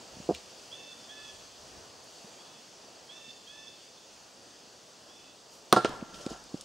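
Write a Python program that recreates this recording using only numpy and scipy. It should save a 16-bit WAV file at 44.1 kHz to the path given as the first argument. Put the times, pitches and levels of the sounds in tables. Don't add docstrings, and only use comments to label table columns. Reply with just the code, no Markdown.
import sys
import numpy as np
from scipy import signal
from scipy.fft import rfft, irfft, next_fast_len
from scipy.io import wavfile
from scipy.ndimage import uniform_filter1d, map_coordinates

SR = 44100
rng = np.random.default_rng(int(sys.argv[2]) if len(sys.argv) > 2 else 0)


def transcribe(signal):
    frames = np.atleast_2d(signal).T
    limited = np.clip(frames, -1, 1)
    pcm = np.round(limited * 32767).astype(np.int16)
    wavfile.write(sys.argv[1], SR, pcm)


def linear_from_db(decibels):
    return 10 ** (np.asarray(decibels, float) / 20)


N = 292824


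def unit(x):
    return x / np.sqrt(np.mean(x ** 2) + 1e-20)


def along(points, hz):
    f, value = np.transpose(points)
    return np.interp(np.log(hz + 1), np.log(f + 1), value)


def over_time(points):
    s, value = np.transpose(points)
    return np.interp(np.arange(N) / SR, s, value)


def swell(s, rise, hold, t60):
    u = np.arange(N) / SR - s
    return np.clip(u / rise, 0, 1) * linear_from_db(-60 * np.clip(u - rise - hold, 0, None) / t60)


def wobble(rate):
    knots = rng.standard_normal(int(N * rate / SR) + 4)
    return map_coordinates(knots, [np.arange(N) * rate / SR])


def filtered(x, response):
    m = next_fast_len(x.shape[-1] + 8192)
    spectrum = rfft(x, m) * response(np.fft.rfftfreq(m, 1 / SR))
    return irfft(spectrum, m)[..., :x.shape[-1]]


def add(track, s, sound):
    part = track[round(s * SR):][:len(sound)]
    part += sound[:len(part)]


# frequency in Hz, correlation from 0 to 1.
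STEREO_LIKENESS = [(60, 0.53), (130, 0.72), (290, 0.82), (640, 0.81), (1410, 0.49), (3100, 0.86),
                   (6820, 0.94), (15000, 0.049)]
QUIET_TOP_HZ = 15700


def rush(spectrum, patchy_db):
    z = signal.stft(rng.standard_normal((2, N + 512)), nperseg=512)[2]
    patches = uniform_filter1d(rng.standard_normal(z.shape[1:]), size=6, axis=0)
    patches = uniform_filter1d(patches, size=14, axis=1)
    pair = signal.istft(z * linear_from_db(patchy_db * unit(patches)), nperseg=512)[1][:, :N]

    def mid_side(hz):
        turn = np.arccos(np.clip(along(STEREO_LIKENESS, hz), -1, 1)) / 2
        return linear_from_db(along(spectrum, hz)) * (hz < QUIET_TOP_HZ) * [np.cos(turn), np.sin(turn)]

    mid, side = filtered(pair, mid_side)
    return unit(np.array([mid + side, mid - side]))


# frequency in Hz,
# level in dB, t60 in seconds.
STAND_RING = (.297, -26), [(200, 1.5, 0.099), (707, 0, 0.084), (506, -3, .07), (1130, -15, .06),
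              (1580, -19, .05)]
SPLIT_RING = (5.726, -7), [(366, 0.5, 0.046), (515, -5, 0.078), (720, -1.5, 0.062), (1110, 3, 0.038),
              (1207, 5.5, 0.032), (1465, -4, 0.031), (175, -3.5, 0.06), (646, 5, 0.03), (900, -12, 0.026)]
BITE_RING = (5.763, -11), [(341, 2.5, 0.088), (507, -7, 0.11), (738, 0, 0.1), (885, -8, 0.11),
             (1088, -0.5, 0.055), (1660, -12.5, 0.13), (200, -3.5, 0.093), (132, -15, 0.22),
             (635, -3.5, 0.077), (3811, -40, 0.092), (5050, -21, 0.12), (8680, -26.5, 0.16)]
FALL_RING = (5.847, -20), [(241, -6, 0.036), (471, 2, 0.06), (660, -16.5, 0.067), (900, -12, 0.055),
             (1750, -8, 0.028), (2840, -9, .06)]


def wood():
    out, t = np.zeros(N), np.arange(SR // 3) / SR
    for (s, db), modes in (STAND_RING, SPLIT_RING, BITE_RING, FALL_RING):
        ring = sum(linear_from_db(level - 60 * t / t60) * np.sin(2 * np.pi * hz * t) for hz, level, t60 in modes)
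        attack = 1 - np.exp(-t / 0.0014)
        add(out, s, linear_from_db(db - 4.5) * attack * ring)
    return out


# crest in seconds, peak level in dB, frequency in Hz.
SOIL_THUDS = [
    (.203, -35, 186),
    (6.2665, -21, 269),
    (6.317, -29, 243),
    (6.5445, -22.5, 241),
]
WOOD_THUDS = [(.148, -48, 130), (.170, -42, 200), (.186, -45, 231), (.2916, -15.5, 386),
              (.2976, -15.5, 394), (.310, -16.5, 385), (5.8486, -9.5, 415), (5.735, -4, 716),
              (5.8545, -17, 606), (5.896, -31.5, 246), (6.027, -26.5, 226), (6.551, -35, 238)]
PILE_THUDS = [(.3058, -29, 570), (.3175, -31, 560), (.324, -35, 640), (.331, -41, 74), (1.621, -52.5, 80),
              (2.245, -45, 200), (3.28, -49.5, 242), (5.73, -14.5, 496), (5.7317, -14, 225),
              (5.7712, -14, 380), (5.861, -23.5, 450), (6.141, -42.5, 200), (6.272, -34.5, 510),
              (6.308, -36, 440), (6.326, -42, 300), (6.31, -38, 50.6)]
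SOIL_CYCLES, WOOD_CYCLES, PILE_CYCLES = 2.2, 4.2, 11.5
SOIL_DULL_DB = -13


def thuds():
    out, t = np.zeros(N), np.arange(-SR // 20, SR // 4) / SR
    surfaces = [(SOIL_THUDS, SOIL_CYCLES, SOIL_DULL_DB), (WOOD_THUDS, WOOD_CYCLES, 0),
                (PILE_THUDS, PILE_CYCLES, 0)]
    for rows, cycles, dull_db in surfaces:
        for s, db, hz in rows:
            modes = [(hz, -2), (hz + 310, -14 + .15 * dull_db), (hz + 720, -30 + dull_db)]  # (Hz, dB)
            for f, level in modes:
                press = np.exp(-(1.9 * t * f) ** 2)
                since_crest = np.hypot(t, 0.27 / f) - 0.29 / f
                release = linear_from_db(-60 / (cycles / hz) * since_crest)
                shape = np.where(t < 0, press, release)
                add(out, s + t[0], linear_from_db(db + level) * shape * np.cos(2 * np.pi * f * t))
    return out


# start in seconds, peak level in dB, centre in Hz, width in octaves.
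FIBRE_SNAPS = [(.348, -23, 2960, .5), (0.3477, -29, 8000, .9), (5.7249, -38, 5016, 1.37),
               (5.7256, -4.5, 3200, 1.2), (5.726, -3.5, 9400, .95), (5.7324, -18, 3000, .68),
               (5.7628, -16.5, 4530, .81), (5.8467, -13.5, 1500, 1.7), (5.8462, -20.5, 5960, 0.53),
               (5.8918, -30, 6000, 1.01), (5.966, -44, 9000, .5), (6.011, -38, 2400, .5),
               (6.263, -26, 4000, 1.1), (6.272, -35, 4500, .8), (6.4392, -37, 7000, .7),
               (6.574, -38, 6000, .57), (6.6102, -25.5, 6160, 0.81)]
# start in seconds, peak level in dB, centre in Hz, t60 in seconds.
GRAIN_TEARS = [
    (.342, -39, 3970, 0.18),
    (2.04, -49, 10000, .05),
    (5.726, -22, 3950, 0.14),
    (5.727, -16, 796, 0.14),
    (5.764, -20, 710, 0.17),
    (5.769, -25, 3960, 0.1),
    (5.85, -24, 900, 0.073),
    (5.852, -25.5, 3530, .072),
    (6.1418, -38.5, 3950, 0.069),
    (6.615, -45, 6000, .05),
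]
SNAP_T60_S, TEAR_OCTAVES = .013, 0.97


def snaps():
    out, t = np.zeros(N), np.arange(SR // 5) / SR
    fibres = [(*row, SNAP_T60_S) for row in FIBRE_SNAPS]
    tears = [(s, db, hz, TEAR_OCTAVES, t60) for s, db, hz, t60 in GRAIN_TEARS]
    for s, db, hz, octaves, t60 in fibres + tears:
        band = lambda f: np.exp(-(np.log2((f + 1) / hz) / octaves) ** 2)
        noise = unit(filtered(rng.standard_normal(len(t)), band))
        attack = 1 - np.exp(-t / .0004)
        add(out, s, linear_from_db(db - 6 - 60 * t / t60) * attack * noise)
    return out


# start in seconds, level in dB, t60 in seconds, seconds until the wood grips it.
STEEL_STRIKES = [
    (5.763, -19, 0.21, .046),
    (5.85, -23.5, 0.084, .05),
]
# start in seconds, level in dB.
STEEL_STRAYS = [
    (5.8, -50),
    (5.94, -56),
    (6.115, -51),
    (6.24, -52),
    (6.33, -64),
]
STEEL_HZ, STRAY_RISE_S, STRAY_T60_S = 1362, .012, 0.39


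def head():
    phase = 2 * np.pi * STEEL_HZ * np.arange(N) / SR
    scattered = unit(wobble(55) * np.sin(phase) + wobble(55) * np.cos(phase))
    sung = sum(linear_from_db(db) * swell(s, .001, 0, t60) * swell(s, .001, free, .02)
               for s, db, t60, free in STEEL_STRIKES)
    strays = sum(linear_from_db(db) * swell(s, STRAY_RISE_S, 0, STRAY_T60_S) for s, db in STEEL_STRAYS)
    return np.sqrt(2) * sung * np.sin(phase) + strays * scattered


# start in seconds, hold in seconds, hiss in dB, rumble over the hiss in dB.
DEBRIS_SKIDS = [
    (5.789, 0.12, -52.5, 10.5),
    (6.126, 0.095, -51.5, -2),
    (6.285, 0.03, -53, -4.5),
    (6.53, .08, -62, -1),
]
# frequency in Hz, level in dB per Hz.
CHIP_SPECTRUM = [(1200, -34), (2100, -16), (3000, 1), (4000, -5.5), (5200, 0), (7500, -6), (10000, -14.5),
                 (15800, -30)]
BARK_SPECTRUM = [(60, -9), (200, -4.5), (500, -4), (1100, -6.5), (1700, -12), (2600, -33), (4000, -120)]
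SKID_RISE_S, HISS_T60_S, RUMBLE_T60_S = 0.015, 0.44, 1.22


def debris():
    chips = sum(linear_from_db(db) * swell(s, SKID_RISE_S, hold, HISS_T60_S) for s, hold, db, _ in DEBRIS_SKIDS)
    bark = sum(linear_from_db(db + over_db) * swell(s, SKID_RISE_S, hold, RUMBLE_T60_S)
               for s, hold, db, over_db in DEBRIS_SKIDS)
    hiss = chips * linear_from_db(1.2 * wobble(60) + 1.5 * wobble(900)) * rush(CHIP_SPECTRUM, patchy_db=2.2)
    rumble = bark * linear_from_db(wobble(50)) * rush(BARK_SPECTRUM, patchy_db=2.5)
    return hiss + rumble


# time in seconds, level in dB.
SWING_LEVEL = [(5.46, -84), (5.54, -57), (5.6, -66), (5.68, -82)]
# frequency in Hz, level in dB per Hz.
SWISH_SPECTRUM = [(2500, -120), (4000, -4), (7000, -2), (11000, -12), (15800, -14)]


def swing():
    start, end = SWING_LEVEL[0][0], SWING_LEVEL[-1][0]
    gate = over_time([(start - .02, 0), (start, 1), (end, 1), (end + .02, 0)])
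    return linear_from_db(over_time(SWING_LEVEL)) * gate * rush(SWISH_SPECTRUM, patchy_db=.4)


# start in seconds, fourth partial in dB, pitch in Hz, scoop time in seconds,
# second partial over the fourth in dB.
JAY_CALLS = [
    (.712, -55.5, 886, .016, -13.5),
    (1.085, -56, 866, 0.01597, -1.5),
    (2.38, -67.5, 866, .02, -10),
    (3.088, -54, 895, .03, -13),
    (3.465, -54.5, 884.6, .045, -8.5),
    (5.085, -64, 868, 0.022, -17),
]
CALL_S, START_HZ = .225, 793
SAG, SAG_S = .012, .018
EDGE_DB, THIRD_DB, THIRD_SWELL_S = 6, -6.5, .024
FLUTTER_HZ, FLUTTER_DB, FIRST_GAP_S = 23.5, 10.5, 0.0614
ANSWER_S, ANSWER_DB, ANSWER_HZ = .3, -11.5, 3550


def jay():
    start, level_db, pitch_hz, scoop_s, throat_db = np.transpose(JAY_CALLS)
    t = np.arange(N) / SR
    call = np.clip(np.searchsorted(start, t) - 1, 0, None)
    u = np.clip(t - start[call], 0, CALL_S)

    sag = 1 - SAG * np.exp((u - CALL_S) / SAG_S)
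    scoop_hz = (pitch_hz[call] - START_HZ) * np.exp(-u / scoop_s[call])
    hz = pitch_hz[call] * sag - scoop_hz
    cycle = 2 * np.pi * np.cumsum(hz) / SR + 0.15 * wobble(120)
    beat = 2 * np.pi * np.cumsum(85 + 14 * wobble(20)) / SR
    depth = np.clip(0.37 + 0.43 * wobble(12), 0, 1)

    gaps = np.clip(np.cos(2 * np.pi * FLUTTER_HZ * (u - FIRST_GAP_S)), 0, 1) ** 2 * (u > .03)
    flare = (2 * u / CALL_S - 1.15) ** 2 - .55
    fourth_db = level_db[call] + EDGE_DB * flare - FLUTTER_DB * (gaps - .2)
    third_db = level_db[call] + THIRD_DB - 22 * np.exp(-u / THIRD_SWELL_S)
    second_db = level_db[call] + throat_db[call] - 6 * (2 * u / CALL_S - 1) ** 2
    top_db = (third_db + fourth_db) / 2 + 2.2 * wobble(25)
    levels = (second_db, third_db, fourth_db, top_db - 19, top_db - 7.5, top_db - 8.0)

    voice = np.zeros(N)
    for k, db in zip(range(2, 8), levels):
        upper = k > 3
        sideband = depth * upper * np.sin(k * cycle - beat)
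        voice += linear_from_db(db + (1.4 + 0.5 * upper) * wobble(45)) * (np.sin(k * cycle) + sideband)
    gate = sum(swell(s, .014, CALL_S - .014, 0.034) for s in start)
    calls = np.sqrt(2) * gate * voice

    def far_slope(f):
        band = -(np.log2((f + 1) / ANSWER_HZ) / .09) ** 2
        return linear_from_db(ANSWER_DB) * np.exp(band - 2j * np.pi * f * ANSWER_S)

    return calls + filtered(np.pad(calls, (0, SR // 4)), far_slope)[:N]


# frequency in Hz, t60 in seconds.
TREE_DECAY = [(150, 0.41), (700, 0.42), (1500, 0.99), (5000, 0.33), (12000, 0.28)]
# frequency in Hz, level in dB.
TREE_LEVEL = [(60, -18), (300, -24.5), (1000, -21.5), (4000, -10), (14000, -14)]


def trees(x):
    hz, t, z = signal.stft(rng.standard_normal((2, SR)), SR, nperseg=256)
    decay = linear_from_db(-60 * t / along(TREE_DECAY, hz)[:, None])
    tail = signal.istft(z * decay, SR, nperseg=256)[1]
    tail = 0.65 * tail[0] + tail * [[0], [.6]] + tail[0] * [[.4], [0]]
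    tail = tail / np.linalg.norm(tail[0])
    late = np.pad(x, (300, 0))[None]
    wet = signal.fftconvolve(late, tail, axes=1)[:, :N]
    return filtered(wet, lambda f: linear_from_db(along(TREE_LEVEL, f)))


# time in seconds, level in dB.
BREEZE_LEVEL = [(0, -53.5), (.25, -52.5), (.5, -54), (1.6, -54.5), (2.4, -55), (3.1, -56), (3.7, -56.5),
                (4.1, -57.3), (5.3, -58), (5.7, -56.5)]
# frequency in Hz, level in dB per Hz.
ROAD_SPECTRUM = [(35, -50), (60, -15), (118, -6.5), (178, -6.5), (203, -3.5), (238, -3.5), (306, -4),
                 (410, -2.5), (504, -1.5), (637, -1.5), (854, -5), (2000, -12.5), (2600, -79), (4400, -120)]
LEAF_SPECTRUM = [(1240, -45), (2100, -13), (2750, -6.5), (3360, -6.5), (3630, -7), (3910, -9.5), (4670, -2),
                 (5210, -5.5), (6220, -5), (7240, -9.5), (8350, -12.5), (9400, -18.5), (15200, -31),
                 (15700, -19)]
WIND_SPECTRUM = [(20, -21), (45, -3), (80, -2), (140, -10), (300, -120)]
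# crest in seconds, level in dB, half length in seconds.
WIND_GUSTS = [
    (0.154, -66, .2),
    (1.65, -67, 0.34),
]
ROAD_DB, ROAD_FOLLOWS = -56.5, 0.76
CALM_DB = -82


def air():
    breeze_db = over_time(BREEZE_LEVEL)
    road_db = ROAD_DB + ROAD_FOLLOWS * (breeze_db - breeze_db.mean()) + 1.1 * wobble(3.77)
    road = linear_from_db(road_db) * rush(ROAD_SPECTRUM, patchy_db=0.9)
    leaves_db = breeze_db + 1.0 + 0.73 * wobble(6)
    leaves = linear_from_db(leaves_db) * rush([(1000, -120)] + LEAF_SPECTRUM[1:], patchy_db=1.0)
    t = np.arange(N) / SR
    gusts = sum(linear_from_db(db) * np.exp(-((t - s) / half) ** 2) for s, db, half in WIND_GUSTS)
    wind = (linear_from_db(CALM_DB) + gusts) * linear_from_db(1.7 * wobble(5.43)) * rush(WIND_SPECTRUM, patchy_db=-3.5)
    return road + leaves + wind


# frequency in Hz, level in dB.
MIC_COLOUR = [(200, 3), (9000, -0.5), (12000, -11), (16000, -6), (16400, -24), (16650, -120)]


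def ports(x):
    copies = [(.00021, -26), (.0005, -14.5), (.0019, -22)]  # (s, dB)

    def response(f):
        side = sum(linear_from_db(db) * np.exp(-2j * np.pi * f * s) for s, db in copies) * f / (f + 900)
        bass_cut = (1j * f / (85 + 1j * f)) ** 2
        return linear_from_db(along(MIC_COLOUR, f)) * bass_cut * (1 + np.array([[1], [-1]]) * side)

    return filtered(x, response)


def scene():
    body, crack, bird = thuds() + wood() + head(), snaps(), jay()
    panned = body * linear_from_db([[-1.1], [.9]]) + crack * linear_from_db([[-.3], [.3]])
    near = ports(panned + trees(body + crack))
    far = bird * linear_from_db([[-2.5], [2.5]]) + linear_from_db(5.5) * trees(bird)
    return near + far + debris() + swing() + air()


def top_cut(x):
    return signal.sosfilt(signal.butter(12, 16640, fs=SR, output="sos"), x)


def record(dry):
    t = np.arange(N) / SR - 5.73
    duck_db = np.where(t > 0, -3 * np.exp(-np.abs(t) / 0.49), 0)
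    rounded = dry / (1 + np.abs(dry / .7) ** 4) ** (1 / 4)
    return top_cut(rounded * linear_from_db(duck_db))


dry = scene()
out = record(dry)
transcribe(out)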